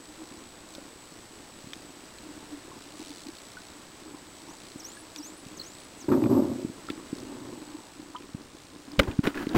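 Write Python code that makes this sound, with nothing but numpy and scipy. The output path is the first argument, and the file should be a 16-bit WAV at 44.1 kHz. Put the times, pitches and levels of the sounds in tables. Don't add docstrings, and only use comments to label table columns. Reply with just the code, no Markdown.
import sys
import numpy as np
from scipy import signal
from scipy.fft import next_fast_len
from scipy.io import wavfile
from scipy.ndimage import uniform_filter1d

SR = 44100
rng = np.random.default_rng(int(sys.argv[2]) if len(sys.argv) > 2 else 0)


def master_out(mix):
    frames = np.transpose(np.atleast_2d(mix))
    ceiling = np.clip(frames, -1, 1)
    pcm = np.round(ceiling * 32767).astype(np.int16)
    wavfile.write(sys.argv[1], SR, pcm)


N = 422037
T = np.arange(N) / SR

# f/Hz, level/dB
SPRAY_SPECTRUM = [(400, -9), (700, -3), (870, 13), (1250, -3), (1500, -9), (2300, -19.5), (4000, -39),
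                  (9000, -38)]


def amp(db):
    return 10 ** (np.asarray(db) / 20)


def unit_rms(x):
    return x / np.sqrt(np.mean(x ** 2) + 1e-20)


def steadied(x, span_s):
    return x / np.sqrt(abs(uniform_filter1d(x ** 2, max(int(span_s * SR), 2))) + 1e-9)


def curve(x, points):
    return np.interp(x, *np.transpose(points))


def add(mix, start_s, sound):
    part = mix[max(round(start_s * SR), 0):][:len(sound)]
    part += sound[:len(part)]


def coloured(x, spectrum):
    hz, db = np.transpose(spectrum)
    bins_hz = abs(np.fft.fftfreq(8192, 1 / SR))
    log_gain = np.log(amp(np.interp(np.log(bins_hz + 1), np.log(hz), db)))
    response = np.exp(np.conj(signal.hilbert(log_gain)))
    taps = np.fft.ifft(response).real[:len(bins_hz) // 2]
    return signal.oaconvolve(x, taps / np.linalg.norm(taps))[:len(x)]


def resonate(x, hz, width_hz):
    radius = np.exp(-np.pi * width_hz / SR)
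    return 2 * signal.lfilter([1 - radius], [1, -radius * np.exp(2j * np.pi * hz / SR)], x).real


def drift(per_s):
    points = rng.standard_normal(N // 64)
    return np.interp(T * per_s, np.arange(len(points)), points)


def grains(per_s, spread_db):
    size = amp(spread_db * np.minimum(rng.exponential(1, N), 4))
    return unit_rms(size * rng.choice([-1, 1], N) * (rng.random(N) < per_s / SR))


def swells(rows, attack_s, decay_s):
    power = np.zeros(N)
    for start_s, length_s, db in rows:
        t = T[:int((length_s + 8 * decay_s) * SR)]
        gain = amp(db) * np.minimum(t / attack_s, 1) * np.exp(-np.maximum(t - length_s, 0) / decay_s)
        add(power, start_s, gain ** 2)
    return np.sqrt(power)


def background():
    # t/s, level/dB
    hiss_levels = [(0, -54), (3, -52.8), (4, -53.5), (7.3, -53), (8.3, -56.5), (9.57, -54)]
    whine_levels = [(0, -60), (6, -62.5), (7.8, -61.5), (8.4, -73), (9.57, -91)]
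    # f/Hz, level/dB
    hiss_spectrum = [(20, 4), (100, 5), (300, 9), (600, 8), (1100, 5), (2000, 1.5), (3200, -0.5),
                     (4200, -0.5), (5200, -2), (6200, -4), (8300, -1), (9900, -10.5), (10200, -16),
                     (16000, -18)]
    whine_hz = 7868
    hiss = unit_rms(coloured(rng.standard_normal(N), hiss_spectrum))
    hiss *= amp(curve(T, hiss_levels) + 2.5 + .5 * drift(per_s=25))
    rumble = unit_rms(resonate(grains(per_s=60, spread_db=1.5), hz=76, width_hz=110))
    whine = np.sqrt(2) * np.sin(2 * np.pi * whine_hz * T + .17 * drift(per_s=34))
    whine *= amp(curve(T, whine_levels) + 2 * drift(per_s=30))
    return hiss + amp(-63) * rumble + whine


def stirring():
    # t/s, length/s, level/dB
    wavelets = [(.18, 0.32, -56), (1.24, 0.11, -59), (1.8, .28, -56.5), (2.25, 0.53, -53.5),
                (4.05, 0.11, -50), (4.48, 0.04, -50), (5.15, 0.14, -62), (5.49, 0.2, -52.5),
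                (5.97, .09, -50), (6.75, 1.0, -49), (7.98, 0.43, -53), (8.72, 0.064, -48.5),
                (8.86, 0.115, -49)]
    return np.hypot(amp(-56.5), swells(wavelets, attack_s=.024, decay_s=.03))


def slosh():
    # f/Hz, level/dB
    eddy_spectrum = [(20, -12), (70, -9), (160, -6), (230, 0.5), (300, 5), (370, 2), (450, -6.5),
                     (750, -22.5), (1050, -9), (1400, -17), (3000, -26.5), (8000, -56)]
    eddies = coloured(grains(per_s=700, spread_db=5.5), eddy_spectrum)
    boom = amp(-9) * resonate(eddies, hz=296, width_hz=27)
    return amp(1.5) * steadied(eddies + boom, span_s=.69) * stirring()


def lens_motor():
    # t/s, length/s, level/dB
    focus_runs = [(.2, 0.19, -41), (.68, 0.097, -39.5), (1.66, .1, -41), (2.78, 0.52, -38.5),
                  (2.96, .33, -39), (3.33, 0.21, -38.5), (3.6, .1, -41), (4.35, 0.074, -38.5),
                  (4.53, 0.19, -38.5), (4.88, .08, -40), (5.44, 0.055, -39), (5.7, .12, -39),
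                  (6.84, 0.061, -40), (7.13, 0.11, -36.5), (7.42, .45, -42.5), (8.54, .13, -43)]
    # t/s, step rate/Hz
    step_rates = [(2.96, 60), (2.98, 90), (3.2, 90), (3.22, 60)]
    # f/Hz, level/dB
    rattle_spectrum = [(500, -27), (2000, 4), (3000, 5.5), (4000, 11), (5200, 8), (6200, 5.5), (8500, 1.5),
                       (10000, 4.5), (10500, -39), (16000, -35)]
    decay_s, scatter_db = .0026, 1.1
    rate_hz = curve(T, step_rates)
    step, fraction = np.divmod(np.cumsum(rate_hz) / SR + .7, 1)
    strength = amp(scatter_db * rng.standard_normal(N))[step.astype(int)]
    rattle = strength * np.tanh(2 * rng.standard_normal(N)) * np.exp(-fraction / rate_hz / decay_s)
    idle, runs = amp(-42), swells(focus_runs, attack_s=.013, decay_s=.021)
    return amp(-5) * np.hypot(idle, runs) * coloured(rattle, rattle_spectrum)


def small_gulps(count):
    at, scatter = rng.integers(0, N, count), rng.standard_normal((count, 3))
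    db = 20 * np.log10(stirring()[at]) + 3 + 2.5 * scatter[:, 0]
    hz = 303.8 + 12.6 * scatter[:, 1]
    half_s = .016 * np.exp(.44 * scatter[:, 2])
    return list(zip(T[at], db, hz, half_s))


def gulps():
    # t/s, level/dB, f/Hz, half length/s
    loud_gulps = [(0.215, -42.5, 321, 0.025), (2.266, -39, 311, .009), (2.301, -39, 298, .015),
                  (2.374, -41, 308, .012), (2.536, -34.5, 297, 0.015), (2.769, -37, 289, 0.0051),
                  (2.867, -39.5, 297, 0.0069), (3, -34, 299.6, 0.0041), (3.02, -37, 321, .008),
                  (3.113, -38.5, 290, 0.017), (3.268, -35.5, 284, 0.006), (3.292, -34.5, 314, .007),
                  (4.065, -39.5, 311, .009), (4.495, -38.5, 303, 0.0078), (5.202, -35.5, 296, 0.017),
                  (5.299, -46, 310.6, 0.048), (6.937, -34, 301, 0.0061), (7.752, -32.5, 306, 0.0082),
                  (7.999, -34, 303.4, 0.0035)]
    rows = loud_gulps + small_gulps(count=60)
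    booms, wetness, t = np.zeros(N), np.zeros(N), T[:SR // 5]
    middle_s = t.mean()
    for (at_s, db, hz, half_s), phase_turns in zip(rows, rng.random(len(rows))):
        swell = amp(db) * np.exp(-((t - middle_s) / half_s) ** 2)
        add(booms, at_s - middle_s, swell * np.sin(2 * np.pi * (hz * t + phase_turns)))
        add(wetness, at_s - middle_s, swell)
    drops = coloured(grains(per_s=1500, spread_db=3.4), SPRAY_SPECTRUM)
    return booms + amp(-17.5) * uniform_filter1d(wetness, size=1500) * drops


def clicks():
    # t/s, level/dB, f/Hz, decay/s
    snaps = [(.751, -26, 3600, .0008), (1.7333, -21.5, 3260, 0.0018), (2.185, -31, 4000, .002),
             (5.161, -22, 4280, .0015), (6.089, -31, 1300, 0.0041), (6.117, -22, 1010, 0.025),
             (6.219, -27, 700, .0049), (6.239, -24.5, 2000, 0.0014), (6.258, -27, 895, 0.0045),
             (6.901, -20, 2610, 0.0033), (8.223, -32.5, 2600, 0.0013), (8.9954, -35, 9200, .0015),
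             (9.033, -26, 2500, 0.0022), (9.19, -31.5, 1100, 0.0023), (9.113, -31, 2430, .0031),
             (9.344, -28, 1680, 0.0047), (9.374, -24, 1900, .0025), (9.468, -26, 2160, 0.0014),
             (9.492, -26, 3420, .0018), (9.533, -34, 2200, .0027)]
    # f/Hz, width/Hz, level/dB
    shell_modes = [(1380, 390, -3.5), (1960, 79, -24), (2440, 76, 0), (3610, 210, -0.5)]
    direct, t = np.zeros(N), T[:SR // 25]
    for at_s, db, hz, decay_s in snaps:
        burst = rng.standard_normal(len(t)) * np.exp(-t / decay_s)
        snap = resonate(resonate(burst, hz, .83 * hz), hz, .83 * hz)
        add(direct, at_s, amp(db) * snap / abs(snap).max())
    ring = sum(amp(db) * resonate(direct, hz, width_hz) for hz, width_hz, db in shell_modes)
    return amp(-6) * direct + amp(-1) * ring


def bubbles():
    # t/s, level/dB, f/Hz, decay/s
    plinks = [(.782, -34, 550, .0055), (2.715, -40.5, 1060, .013), (3.57, -35.5, 1474, .011),
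              (4.97, -40.5, 1670, 0.0088), (6.887, -30, 1340, 0.0068), (8.149, -32, 980, 0.016),
              (8.155, -30.5, 1230, .0058), (8.164, -32.5, 3110, .0025), (8.918, -32, 4940, .0013),
              (9.375, -25.5, 1690, 0.0042)]
    attack_s = .00012
    out, t = np.zeros(N), T[:SR // 8]
    for at_s, db, hz, decay_s in plinks:
        ring = np.sin(2 * np.pi * hz * t * (1 + .49 * t))
        add(out, at_s, amp(db) * ring * np.exp(-t / decay_s) * (1 - np.exp(-t / attack_s)))
    return out


def bumps():
    # t/s, level/dB, f/Hz
    pulses = [(.784, -36, 305), (1.645, -38, 130), (1.673, -34, 190), (1.766, -37, 240), (4.76, -31, 225),
              (5.467, -34.5, 162), (6.117, -13.5, 260), (6.263, -13, 236), (6.394, -12.5, 265),
              (6.65, -19.5, 218), (6.70, -28.5, 220), (6.904, -23, 302), (7.131, -20.5, 250),
              (8.35, -23, 155), (8.9904, -15.5, 130), (8.998, -14.5, 55.3), (9.001, -15, 203),
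              (9.089, -20, 80), (9.193, -8.5, 165), (9.276, -11.5, 284), (9.471, -17.5, 258)]
    pushes, t = np.zeros(N), T[:SR // 10]
    middle_s = t.mean()
    for at_s, db, hz in pulses:
        spread = (np.pi * hz * (t - middle_s)) ** 2
        add(pushes, at_s - middle_s, amp(db) * (2 * spread - 1) * np.exp(-spread))
    return amp(-2) * pushes + amp(2) * resonate(pushes, hz=290, width_hz=48)


def splashes():
    # t/s, length/s, level/dB
    showers = [(2.38, 0.057, -57), (2.7, .08, -58), (4.11, 0.062, -54.5), (4.46, 0.074, -52.5),
               (7.18, 0.73, -58)]
    drops = steadied(coloured(grains(per_s=500, spread_db=1.6), SPRAY_SPECTRUM), span_s=.059)
    return swells(showers, attack_s=.03, decay_s=.018) * drops


def whistle(turn_s, low_hz, fall_s, rise_s, bow, db):
    # f/Hz, level/dB
    transmission = [(3900, -54), (4300, -32), (4650, -48), (5400, -51), (6270, -39), (6900, -49),
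                    (7700, -53), (9000, -55), (10000, -59)]
    top_hz, fade_s, flutter_db = 10000, .012, 4.2
    t = T - turn_s
    fall = np.clip(-t / max(fall_s, 1 / SR), 0, 1)
    rise = np.clip(t / max(rise_s, 1 / SR), 0, 1)
    shoulder = .044 * np.cos(4 * np.pi * rise) * np.sin(np.pi * rise)
    height = fall ** 1.7 + rise ** bow - shoulder
    pitch_hz = uniform_filter1d(low_hz + (top_hz - low_hz) * height, size=300)
    gate = np.clip(np.minimum(t + fall_s, rise_s - t) / fade_s + .5, 0, 1)
    gain = gate * amp(db + curve(pitch_hz, transmission) + flutter_db * drift(per_s=170))
    phase = 2 * np.pi * np.cumsum(pitch_hz * (1 + .013 * drift(per_s=600))) / SR
    return gain * np.sqrt(2) * (np.sin(phase) + amp(-25) * np.sin(2 * phase))


def dolphins():
    calls = [(4.472, 4650, 0, .17, .8, -10), (4.825, 4650, .053, .195, .82, 2),
             (5.21, 4680, .061, .215, .8, -.5), (5.612, 3850, .06, .25, .62, -.5),
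             (6.052, 4650, .08, 0, 1, -1)]
    echoes_per_s, echo_decay_s = 1500, .005
    direct = sum(whistle(*call) for call in calls)
    t = T[:SR // 10]
    paths = rng.choice([-1, 1], len(t)) * (rng.random(len(t)) < echoes_per_s / SR)
    paths = paths * np.exp(-t / echo_decay_s)
    echoes = signal.oaconvolve(direct, paths / np.linalg.norm(paths))[:N]
    return amp(-5.5) * (direct + amp(-3) * echoes)


def surge():
    # t/s, length/s, level/dB
    gushes = [(6.081, .012, -23.5), (6.112, 0.026, -21.5), (6.218, 0.018, -25), (6.294, 0.09, -22),
              (6.49, 0.016, -31.5), (6.57, 0.07, -41.5), (7.15, 0.4, -46)]
    # f/Hz, level/dB
    pounding_spectrum = [(25, -29), (50, -38), (120, -6), (180, -17.5), (255, 2), (380, -4), (460, -20),
                         (550, -13.5), (730, -24.5), (1200, -30), (2000, -69), (5000, -50), (10000, -68)]
    # f/Hz, width/Hz, level/dB
    case_ring_bands = [(11800, 260, -37), (12450, 400, -36), (12200, 2400, -40)]
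    strength = swells(gushes, attack_s=.0083, decay_s=.071)
    pounding = steadied(coloured(grains(per_s=1200, spread_db=3.9), pounding_spectrum), span_s=.038)
    spray = steadied(coloured(grains(per_s=900, spread_db=1.4), SPRAY_SPECTRUM), span_s=.06)
    spray *= (strength / strength.max()) ** .48
    case_ring = np.zeros(N)
    for hz, width_hz, db in case_ring_bands:
        band = resonate(grains(per_s=6000, spread_db=2.5), hz, width_hz)
        case_ring += amp(db) * unit_rms(resonate(band, hz, width_hz))
    return strength * (amp(2) * pounding + amp(-17) * spray + amp(-1.5) * case_ring)


def knocks():
    # t/s, level/dB, hold/s, decay/s
    hits = [(8.992, -1.5, 0.0069, 0.0027), (9.2707, -13, 0.002, 0.0057), (9.56, -35, 0.0054, .008)]
    # f/Hz, level/dB
    knock_spectrum = [(40, -7), (170, 2), (520, 15.5), (720, -8), (1000, 0), (1520, 9), (1730, 0),
                      (2030, 7), (2600, -0.5), (3000, 3), (3600, 0), (5800, -16.5), (10000, -21.5),
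                      (16000, -28)]
    rattle, t = np.zeros(N), T[:SR // 10]
    for at_s, db, hold_s, decay_s in hits:
        envelope = amp(db) * np.exp(-np.maximum(t - hold_s, 0) / decay_s)
        add(rattle, at_s, envelope * rng.standard_normal(len(t)))
    return amp(-10) * coloured(rattle, knock_spectrum)


def rubbing():
    # t/s, length/s, level/dB, scratch over boom/dB
    strokes = [(8.996, 0.019, -28.5, -12), (9.071, 0.01, -29, -14), (9.231, 0.029, -30, -4.5),
               (9.343, 0.084, -34.5, -7.5), (9.484, 0.061, -33.5, -14.5), (9.543, .03, -18, -13)]
    # f/Hz, level/dB
    boom_spectrum = [(20, -2), (70, -12), (170, -8), (290, 4), (400, -4), (520, -13), (1000, -17),
                     (3000, -64.5)]
    scratch_spectrum = [(200, -8.5), (600, -5.5), (1100, 2), (1600, 4), (2300, -5.5), (3000, -6),
                        (3600, -11.5), (5000, -15), (9000, -23.5), (16000, -22)]
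    attack_s, decay_s = .011, .034
    start_s, length_s, db, grip_db = np.transpose(strokes)
    boom = steadied(coloured(grains(per_s=1000, spread_db=3.1), boom_spectrum), span_s=.0304)
    boom *= swells(zip(start_s, length_s, db), attack_s, decay_s)
    scratch = coloured(grains(per_s=5000, spread_db=4.6), scratch_spectrum)
    scratch *= swells(zip(start_s, length_s, db + grip_db), attack_s, decay_s)
    return boom + scratch


def scene():
    water = bubbles() + gulps() + slosh() + splashes() + surge()
    calls = dolphins()
    housing = clicks() + bumps() + knocks() + rubbing()
    camera = lens_motor() + background()
    return (water + calls + housing + camera)[None]


def record(dry):
    converter_hz, cutoff_hz = 19903, 15900
    analytic = signal.hilbert(dry, next_fast_len(N))[:, :N]
    mirror = (np.conj(analytic) * np.exp(2j * np.pi * converter_hz * T)).real
    low_pass = signal.firwin(401, cutoff_hz, window=("kaiser", 7), fs=SR)
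    return signal.oaconvolve(dry + amp(-17.5) * mirror, low_pass[None], "same")


dry = scene()
out = record(dry)
master_out(out)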